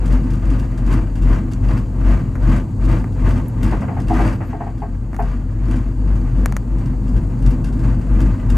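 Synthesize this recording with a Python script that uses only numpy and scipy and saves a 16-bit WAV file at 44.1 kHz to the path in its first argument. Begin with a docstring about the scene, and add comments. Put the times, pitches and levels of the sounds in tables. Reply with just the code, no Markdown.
"""Inside an old cable car cabin going uphill, heard from the stereo microphone of a hand-held camera.
Overhead the carriage rolls on the rope in surges that make the cabin boom, roar and rattle.
At a support tower the wheels clunk over the steel saddle, the ride goes quiet for a second,
and the surges build again. Loose fittings buzz all around. Right at the microphone the camera's
housing ticks in the hand, three times sharply."""
import sys
import numpy as np
from scipy import signal
from scipy.fft import rfft, irfft, next_fast_len
from scipy.io import wavfile
from scipy.ndimage import uniform_filter1d, map_coordinates

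SR = 44100
rng = np.random.default_rng(int(sys.argv[2]) if len(sys.argv) > 2 else 0)


def int16_out(signal):
    """Quantize to a 16-bit WAV file."""
    q = np.round(np.clip(np.atleast_2d(signal).T, -1, 1) * 32767)
    wavfile.write(sys.argv[1], SR, q.astype(np.int16))


N = 377937


def amp(db):
    """Decibels to gain."""
    return 10 ** (np.asarray(db) / 20)


def unit(x):
    """Scale to rms 1."""
    return x / np.sqrt(np.mean(x ** 2) + 1e-20)


def along(points, hz):
    """(Hz, value) points on a log axis."""
    f, v = np.transpose(points)
    return np.interp(np.log(hz + 1), np.log(f + 1), v)


def curves(rows):
    """One value per sample for each column after the time."""
    s, *cols = np.transpose(rows)
    return [np.interp(np.arange(N) / SR, s, c) for c in cols]


def wobble(rate):
    """A smooth random curve, rate knots a second."""
    return map_coordinates(rng.standard_normal(int(N * rate / SR) + 4), [np.arange(N) * rate / SR])


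def filtered(x, response):
    """x times a complex response of frequency."""
    n = x.shape[-1]
    m = next_fast_len(n + SR // 4)
    return irfft(rfft(x, m) * response(np.fft.rfftfreq(m, 1 / SR)), m)[..., :n]


def coloured(x, spectrum):
    """x with a smooth spectrum."""
    return filtered(x, lambda hz: amp(along(spectrum, hz)))


def resonated(x, modes):
    """x through a set of (Hz, width, dB) resonances."""
    return filtered(x, lambda f: sum((-1) ** k * amp(db) * 1j * f * w / (c * c - f * f + 1j * f * w)
                                     for k, (c, w, db) in enumerate(modes)))


def impulse(spectrum_db, size=4096):
    """The sharpest causal pulse that has a given dB response of frequency."""
    cepstrum = irfft(np.log(amp(spectrum_db(np.fft.rfftfreq(size, 1 / SR)))))
    cepstrum[1:size // 2] *= 2
    cepstrum[size // 2 + 1:] = 0
    return irfft(np.exp(rfft(cepstrum)))


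def add(track, s, sound):
    """Mix a sound into a track at s seconds."""
    part = track[..., max(round(s * SR), 0):][..., :sound.shape[-1]]
    part += sound[..., :part.shape[-1]]


# Likeness of left and right by frequency, nearly one voice from 3.6 to 6.3 kHz: frequency_hz, correlation
ALIKE = [(60, .99), (125, .985), (250, .96), (450, .8), (700, .82), (2000, .55), (2700, .62), (3600, .94),
         (6300, .94), (8000, .4), (12000, .2)]

def noise(size=N):
    """White noise in two channels, with left and right as alike as the table gives for each frequency."""
    turn = lambda hz: np.arccos(np.clip(along(ALIKE, hz), -1, 1)) / 2
    mid, side = filtered(rng.standard_normal((2, size)),
                         lambda hz: np.array([np.cos(turn(hz)), np.sin(turn(hz))]))
    return np.array([mid + side, mid - side])


# Surges of the carriage overhead, about 2.5 a second: crest_s, half_length_s, roar_db, boom_db
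CARRIAGE_SURGES = [(0.142, 0.032, -35.5, -13.5), (0.538, 0.05, -37.0, -13), (0.942, 0.057, -32, -14),
                   (1.322, 0.056, -32, -11.0), (1.725, 0.054, -33.5, -12), (2.114, 0.07, -33.0, -12.0),
                   (2.515, 0.065, -31.5, -11.5), (2.921, 0.062, -30.5, -11), (3.317, 0.076, -33, -12),
                   (3.706, 0.075, -33.5, -15.5), (4.212, 0.085, -26.0, -14), (5.288, 0.068, -42.5, -19.5),
                   (5.736, 0.065, -36.5, -14.5), (6.12, 0.06, -41.5, -13), (6.43, 0.047, -40, -12.5),
                   (6.816, 0.048, -45.5, -18), (7.182, 0.025, -44, -13.5), (7.506, 0.038, -39.5, -12.5),
                   (7.88, 0.061, -38.5, -14), (8.227, 0.073, -35.5, -11.0), (8.578, 0.061, -35.5, -10.5)]

def swell(levels_db, lead_s=0, stretch=1):
    """Power of all surges over time: each is a bell that peaks at its level."""
    t = np.arange(0, N, SR // 200) / SR
    power = sum(amp(db) ** 2 * np.exp(-((t - crest_s + lead_s) / (stretch * half_s)) ** 2)
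                for (crest_s, half_s, *_), db in zip(CARRIAGE_SURGES, levels_db))
    return np.interp(np.arange(N) / SR, t, power)


# Steady rolling between surges: time_s, roar_db, boom_db, rumble_db
ROLLING = [(0.0, -42, -15.5, -19), (0.7, -43.5, -20, -23.5), (1.6, -47, -21.5, -23), (2.7, -50.5, -29, -24),
           (3.9, -47, -40, -21.0), (4.5, -45.5, -28, -25.5), (5.0, -53, -24.5, -26), (5.6, -46.5, -21, -27),
           (6.7, -49.0, -21.0, -22.5), (7.7, -46.0, -18, -20), (8.57, -43, -29, -26)]

def ride(boom_lead_s=.026, boom_stretch=1.095, wall_db=-7.5, wall_stretch=1.83):
    """The surges on top of the steady rolling: dB curves of wheel roar, boom and wall rumble."""
    roar_db, boom_db = np.transpose(CARRIAGE_SURGES)[2:]
    surges = [swell(roar_db),
              swell(boom_db, boom_lead_s, boom_stretch),
              swell(boom_db + wall_db, stretch=wall_stretch)]
    return [10 * np.log10(amp(steady) ** 2 + power) for steady, power in zip(curves(ROLLING), surges)]


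def boom(boom_db, rumble_db, pitch_hz=46.88, waver_hz=1.59, flutter_db=1.46, octave_db=-21):
    """Each surge shakes the whole cabin at its lowest mode, with a weak octave and some loose rumble."""
    phase = 2 * np.pi * np.cumsum(pitch_hz + waver_hz * wobble(11)) / SR
    mode = unit(np.sin(phase) + amp(octave_db) * np.sin(2 * phase))
    gain = amp(boom_db + flutter_db * wobble(18))
    rumble = unit(coloured(noise(), [(15, -23), (35, -15), (60, 6), (90, -23), (300, -86)]))
    return gain * mode + amp(rumble_db - 13) * rumble


# Resonances of the steel frame: pitch_hz, width_hz, level_db
FRAME_MODES = [(369, 28, 3.5), (507, 52, 1.5), (618, 24, 2.5), (669, 30, 4), (900, 74, 2), (1111, 21, 2),
               (1202, 15, 2.5), (1553, 78, -1), (1694, 32, -2.5), (1860, 61, -7.5), (1969, 18, -5),
               (2032, 78, -8), (2164, 28, -12.5), (2330, 23, -12.5), (2815, 180, -16.5), (3254, 37, -17)]
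# The wheels' roar, heard from below: frequency_hz, level_db
ROAR_SPECTRUM = [(150, -40), (350, -4), (500, -10), (570, 2), (660, 1.5), (750, -17), (1050, 1.5),
                 (1400, -3), (2100, -10.5), (2700, -14.5), (3500, -30.5), (6000, -50), (12000, -90)]
# The wheels' hiss: frequency_hz, level_db
HISS_SPECTRUM = [(1500, -26), (3000, 7), (4000, 2.5), (4700, 2), (5400, 0.5), (6000, 3), (8500, 0),
                 (9600, -6.5), (11500, -2), (13000, -9), (15500, -27)]

def wheels(roar_db, frame_db=-1.33, body_db=-3, hiss_db=-18, grit_db=2):
    """Wheels on the stranded rope: a gritty roar in the steel frame, with hiss on top."""
    grit = amp(grit_db * (wobble(130) + wobble(30)))
    frame = resonated(noise() * grit, FRAME_MODES)
    frame = unit(coloured(frame, [(150, -20), (310, 4), (3200, 2), (4500, -20), (12000, -50)]))
    body = unit(echoing(coloured(noise() * grit, ROAR_SPECTRUM)))
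    hiss = unit(echoing(coloured(noise() * grit, HISS_SPECTRUM)))
    return amp(roar_db) * (amp(frame_db) * frame + amp(body_db) * body + amp(hiss_db) * hiss)


# Wall panels around the microphone: pitch_hz, width_hz, level_db
PANEL_MODES = [(91.7, 9.7, -0.5), (111.2, 11.8, 1), (127.5, 12, 0), (156.6, 7.7, -9.5), (192.4, 23.8, -6.5),
               (210.9, 16, -7.5), (242.2, 25.3, -4), (275.6, 13, -10.5), (324.2, 12, -18),
               (368.5, 6.6, -25.5)]
# Roof panels under the hanger: pitch_hz, width_hz, level_db
ROOF_MODES = [(197, 21, -4.5), (245.8, 16.6, -1.5), (321.8, 10.3, 3)]
# Broad rumble of the walls: frequency_hz, level_db
RUMBLE_SPECTRUM = [(20, -24), (35, 4), (60, -4.5), (100, -2), (170, -4.5), (270, -9), (350, -20),
                   (500, -18), (580, -25.5), (900, -26.5), (1500, -39.5), (3000, -70.5), (8000, -100)]

def walls(rumble_db, roar_db, panel_db=-1.5, broad_db=-6, roof_db=7, roof_share=0.83):
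    """Vibration comes down the hanger and drums in the walls; the roof drones along with the wheels."""
    panels = resonated(noise(), PANEL_MODES)
    panels = unit(coloured(panels, [(50, 6), (85, 4.5), (370, -2.5), (700, -25)]))
    roof = resonated(noise(), ROOF_MODES)
    roof = unit(coloured(roof, [(90, -18), (180, -0.5), (335, -1.5), (400, -15), (600, -30)]))
    drone = amp(roof_db + roar_db.mean() + roof_share * (roar_db - roar_db.mean())) * roof
    broad = unit(coloured(noise(), RUMBLE_SPECTRUM))
    return amp(rumble_db) * (amp(panel_db) * panels + amp(broad_db) * broad) + drone


# Wheels striking the tower's saddle above the roof: start_s, level_db, ring_share
SADDLE_HITS = [(3.72, -19.5, 0.5), (3.816, -22.5, 0.34), (3.878, -21.5, 0.46), (3.905, -27.5, 0.9),
               (3.965, -21.5, 0.7), (4.098, -11.5, 1), (4.158, -28, 0.8), (4.188, -15.5, 0.7),
               (4.206, -28, 0.2), (4.245, -21, 0), (4.403, -24, 0.24), (4.527, -21.5, 0.9),
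               (4.602, -19, 0.86), (4.664, -24.5, 0.93), (4.817, -20, 0.96), (5.188, -14, 0.94)]
# Modes of the steel carriage and hanger: pitch_hz, level_db, t60_s
STEEL_MODES = [(416, -3, 0.15), (543, -12.5, 0.13), (676, 2.5, 0.14), (719, 4.5, 0.13), (767, 0.5, 0.12),
               (806, 7.5, 0.074), (831, 8, 0.069), (902, -1, 0.13), (1000, -2.5, 0.083), (1102, -6.5, 0.13),
               (1143, -20, 0.065), (1580, -17.5, 0.21), (1720, -17, 0.091), (1880, -24, 0.21),
               (1930, -21, 0.062)]
# The dull part of a clunk: frequency_hz, level_db
THUD_SPECTRUM = [(100, 4), (300, 4.5), (700, 6), (1100, 2), (1900, -3.5), (2800, -15), (4000, -51),
                 (9000, -41), (15000, -51)]

def saddle(contact_s=0.023, thud_t60_s=0.19, ring_db=-9, thud_db=-8):
    """Each wheel scuffs onto the tower's saddle for a moment and rings the steel carriage."""
    out, t = np.zeros((2, N)), np.arange(SR // 3) / SR
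    onset_unit = lambda x: x / np.sqrt(np.mean(x[:, :SR // 25] ** 2))  # rms 1 over the first 40 ms
    for start_s, db, ring_share in SADDLE_HITS:
        ring = np.zeros((2, len(t)))
        for hz, mode_db, t60_s in STEEL_MODES:
            phase = rng.uniform(0, 2 * np.pi) + rng.normal(0, 0.38, (2, 1))
            decay = amp(mode_db + rng.normal(0, 2) - 60 * t / t60_s)
            pitch_hz = hz * (1 + rng.normal(0, .005))
            ring += decay * np.sin(2 * np.pi * pitch_hz * t + phase)
        ring *= 1 - np.exp(-t / contact_s)
        thud = coloured(noise(len(t)), THUD_SPECTRUM)
        thud *= amp(-60 * t / thud_t60_s) * (1 - np.exp(-t / 0.0049))
        add(out, start_s, amp(db + ring_db) * np.sqrt(ring_share) * onset_unit(ring))
        add(out, start_s, amp(db + thud_db) * np.sqrt(1 - ring_share) * onset_unit(thud))
    return out


# Ticks of the housing, right at the microphone: start_s, level_db, treble_db, t60_s
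TICKS = [(2.355, -19, -19, 0.1), (3.043, -21, -20, 0.02), (5.132, -23, -21, 0.043),
         (5.145, -21, -20, 0.038), (5.1655, -22, -11, 0.016), (6.4595, -4, -5, 0.014),
         (6.5242, -16, -9, 0.016), (6.5667, -9.5, -7, 0.02), (6.934, -43, -8, .02)]
# The housing's own tone: frequency_hz, level_db
HOUSING_SPECTRUM = [(100, -11), (600, 1.5), (1400, -0.5), (2150, -6.5), (3000, -18.5), (4400, -12),
                    (4900, -19), (5600, -11.5), (6650, -6.5), (7600, -14), (8500, -12), (11000, -14.5),
                    (14200, -17), (15800, -33)]

def clicks(cabin_db=-44, cabin_t60_s=.08):
    """The housing ticks dully when it gives, brightly when it snaps; the cabin answers faintly."""
    out, t = np.zeros((2, N)), np.arange(SR // 10) / SR
    treble_shelf = [(2300, 0.031), (3500, 0.97)]
    for start_s, db, treble_db, t60_s in TICKS:
        body = impulse(lambda hz: along(HOUSING_SPECTRUM, hz) + treble_db * along(treble_shelf, hz))
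        scatter = amp(-23 - 60 * t / t60_s) + amp(cabin_db - 60 * t / cabin_t60_s)
        tick = signal.fftconvolve((t == 0) + scatter * noise(len(t)), body[None], axes=1)
        add(out, start_s, amp(db) * tick / np.abs(tick).max())
    return out


# Hard jolts of the fittings: start_s, level_db
HARD_JOLTS = [(0.0567, -31.5), (0.1216, -35), (0.3022, -34), (0.3344, -38), (0.502, -35), (0.5916, -38),
              (0.7756, -37), (0.8633, -34.5), (0.9278, -33), (1.1543, -35.5), (1.2201, -34), (1.514, -33),
              (1.776, -33.5), (2.4967, -35), (2.8444, -34.5), (3.2889, -36), (3.6296, -26), (4, -35.5),
              (4.081, -32), (4.206, -31), (5.2825, -41.5), (5.7109, -38), (6.3756, -42), (6.7844, -40),
              (7.0796, -39.5), (7.1651, -37), (7.3911, -45), (7.4614, -32.5), (7.5073, -36.5),
              (7.6427, -28.5), (7.7917, -39.5), (8.2038, -29.5), (8.4994, -33.5)]

def jolts(roar_db, per_second=6, light_db=-43, ride_share=0.46, spread_db=5):
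    """All jolts as (start_s, level_db): the hard ones, and random light ones that grow with the roar."""
    count = int(per_second * N / SR)
    offset, strength = rng.random((count, 2)).T
    at = ((np.arange(count) + offset) * N / count).astype(int)
    db = light_db + ride_share * (roar_db[at] - roar_db.mean()) + spread_db * (2 * strength - 1)
    return [*HARD_JOLTS, *zip(at / SR, db)]


# Loose window fittings near the microphone: pitch_hz, width_hz, level_db
FITTING_MODES = [(1500, 186, 9), (2760, 120, 8), (3240, 110, 0.5), (3630, 190, -1.5), (4660, 240, 2.5),
                 (5200, 180, 1.5), (5940, 490, -3), (6660, 300, -2), (7230, 320, 0.5), (8450, 650, -1.5),
                 (11000, 2200, -7)]

def rattles(roar_db, shake_db=-8, shake_t60_s=0.16, knock_db=-6, thump_db=13.5, thump_t60_s=0.31):
    """Each jolt thumps the wall panels, knocks the frame and leaves the loose fittings buzzing."""
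    t = np.arange(SR // 4) / SR
    shake, thump = np.zeros((2, N))
    for start_s, db in jolts(roar_db):
        add(shake, start_s, amp(db + shake_db - 60 * t / shake_t60_s) * (1 - np.exp(-t / 0.00034)))
        add(thump, start_s, amp(db + thump_db - 60 * t / thump_t60_s) * (1 - np.exp(-t / 0.008)))
    buzz = echoing(resonated(noise() * amp(5.2 * wobble(400)), FITTING_MODES))
    buzz = unit(coloured(buzz, [(600, -3), (1500, 3), (11500, -2), (15500, -12)]))
    panels = unit(coloured(resonated(noise(), PANEL_MODES), [(300, 0), (700, -26), (3000, -60)]))
    knock = amp(knock_db) * unit(resonated(noise(), FRAME_MODES))
    return shake * (buzz + knock) + thump * panels


# One loose fitting's ping: pitch_hz, width_hz, level_db
PING_MODES = [(2740, 190, -2.5), (4680, 160, -6.5), (8400, 350, -8.5)]

def chatter(roar_db, per_second=50, level_db=-44, spread_db=11):
    """Loose fittings tap at random, each tap a tiny metallic ping, harder when the ride is rough."""
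    out, t = np.zeros(N), np.arange(SR // 40) / SR
    rough_db = roar_db - roar_db.mean()
    for when, softness, pitch in rng.random((int(per_second * N / SR), 3)):
        detune = 1 + .05 * (pitch - .5)
        ping = sum(amp(db) * np.sin(2 * np.pi * hz * detune * t) * np.exp(-np.pi * width_hz * t)
                   for hz, width_hz, db in PING_MODES)
        add(out, when * N / SR, amp(level_db + rough_db[int(when * N)] - spread_db * softness) * ping)
    return out


# Bright metal tinks in the cabin: start_s, level_db
METAL_TINKS = [(3.4824, -33), (3.631, -39), (5.185, -48), (5.203, -44), (5.222, -48), (7.507, -42)]

def tinks(strike_t60_s=0.0091, ring_db=-16, ring_t60_s=0.09):
    """A tiny piece of metal tinks very high and rings briefly."""
    out, t = np.zeros((2, N)), np.arange(SR // 8) / SR
    modes = [(7140, 430, -13), (11100, 600, -3), (12500, 780, -5)]
    decay = amp(-60 * t / strike_t60_s) + amp(ring_db - 60 * t / ring_t60_s)
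    for start_s, db in METAL_TINKS:
        add(out, start_s, amp(db) * decay * unit(resonated(noise(len(t)), modes)))
    return out


# Faint metal squeaks: start_s, length_s, top_pitch_hz, level_db
METAL_SQUEAKS = [(4.3, .09, 13100, -64), (4.443, .065, 12450, -60), (7.2, 0.0596, 9180, -64)]

def squeaks(arch=.05, rasp=.1):
    """Thin, raspy whistles of rubbing metal arch up and down in pitch."""
    out = np.zeros(N)
    for start_s, length_s, top_hz, db in METAL_SQUEAKS:
        u = np.linspace(-1, 1, int(length_s * SR))
        pitch_hz = top_hz * (1 - arch * u ** 2 + rasp * rng.standard_normal(len(u)))
        add(out, start_s, amp(db) * (1 - u ** 2) * np.sin(2 * np.pi * np.cumsum(pitch_hz) / SR))
    return out


def sizzle(roar_db, level_db=-68, ride_share=.3, flicker_db=4):
    """The fittings never quite settle: a thin, flickering ring under their taps."""
    modes = [(2790, 90, -5), (4600, 130, 0), (6850, 240, -6)]
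    ring = unit(resonated(noise() * amp(flicker_db * wobble(70)), modes))
    return amp(level_db + ride_share * (roar_db - roar_db.mean())) * ring


# Faint background hiss: frequency_hz, level_db
FLOOR_HISS_SPECTRUM = [(1000, 4), (3000, -22), (4100, 2), (4550, -1), (5400, -5.5), (6900, 4.5), (7800, 2),
                       (8500, 2.5), (9500, -8), (11000, -4.5), (12800, -8), (15500, -14)]

def floor_hiss(rumble_db, level_db=-60, ride_share=0.74):
    """A thin, nearly steady hiss that sinks when the ride is smooth."""
    slow_db = uniform_filter1d(rumble_db, SR // 3)
    gain = amp(level_db + ride_share * (slow_db - slow_db.mean()) + 0.32 * wobble(20))
    return gain * unit(echoing(coloured(noise(), FLOOR_HISS_SPECTRUM), wet_db=-8))


def echoing(x, t60=0.19, wet_db=-1):
    """The glass and metal of the small cabin comb a sound into many fine resonances."""
    t = np.arange(SR // 6) / SR
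    tail = rng.standard_normal(len(t)) * amp(-60 * t / t60)
    response = (t == 0) + amp(wet_db) * tail / np.linalg.norm(tail)
    return signal.fftconvolve(x, response[None], axes=1)[:, :N]


# Stereo balance at the microphone: frequency_hz, left_minus_right_db
STEREO_BALANCE = [(50, 2.5), (91, 1.6), (140, .6), (210, -1.3), (320, -1), (490, 1.5), (1000, 1),
                  (2000, 2.4), (4000, .6), (8000, -.2), (12000, 2.7)]

def scene():
    """Everything in the cabin, leaning a little to one side or the other by frequency."""
    roar_db, boom_db, rumble_db = ride()
    cabin = boom(boom_db, rumble_db) + walls(rumble_db, roar_db) + wheels(roar_db) + floor_hiss(rumble_db)
    cabin += saddle() + clicks() + tinks() + squeaks()
    cabin += rattles(roar_db) + chatter(roar_db) + sizzle(roar_db)
    return filtered(cabin, lambda hz: amp(np.outer([.5, -.5], along(STEREO_BALANCE, hz))))


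TOP_HZ = 15800

def record(dry):
    """The camera keeps nothing above its band limit."""
    return filtered(dry, lambda hz: hz < TOP_HZ)


dry = scene()
out = record(dry)
int16_out(out)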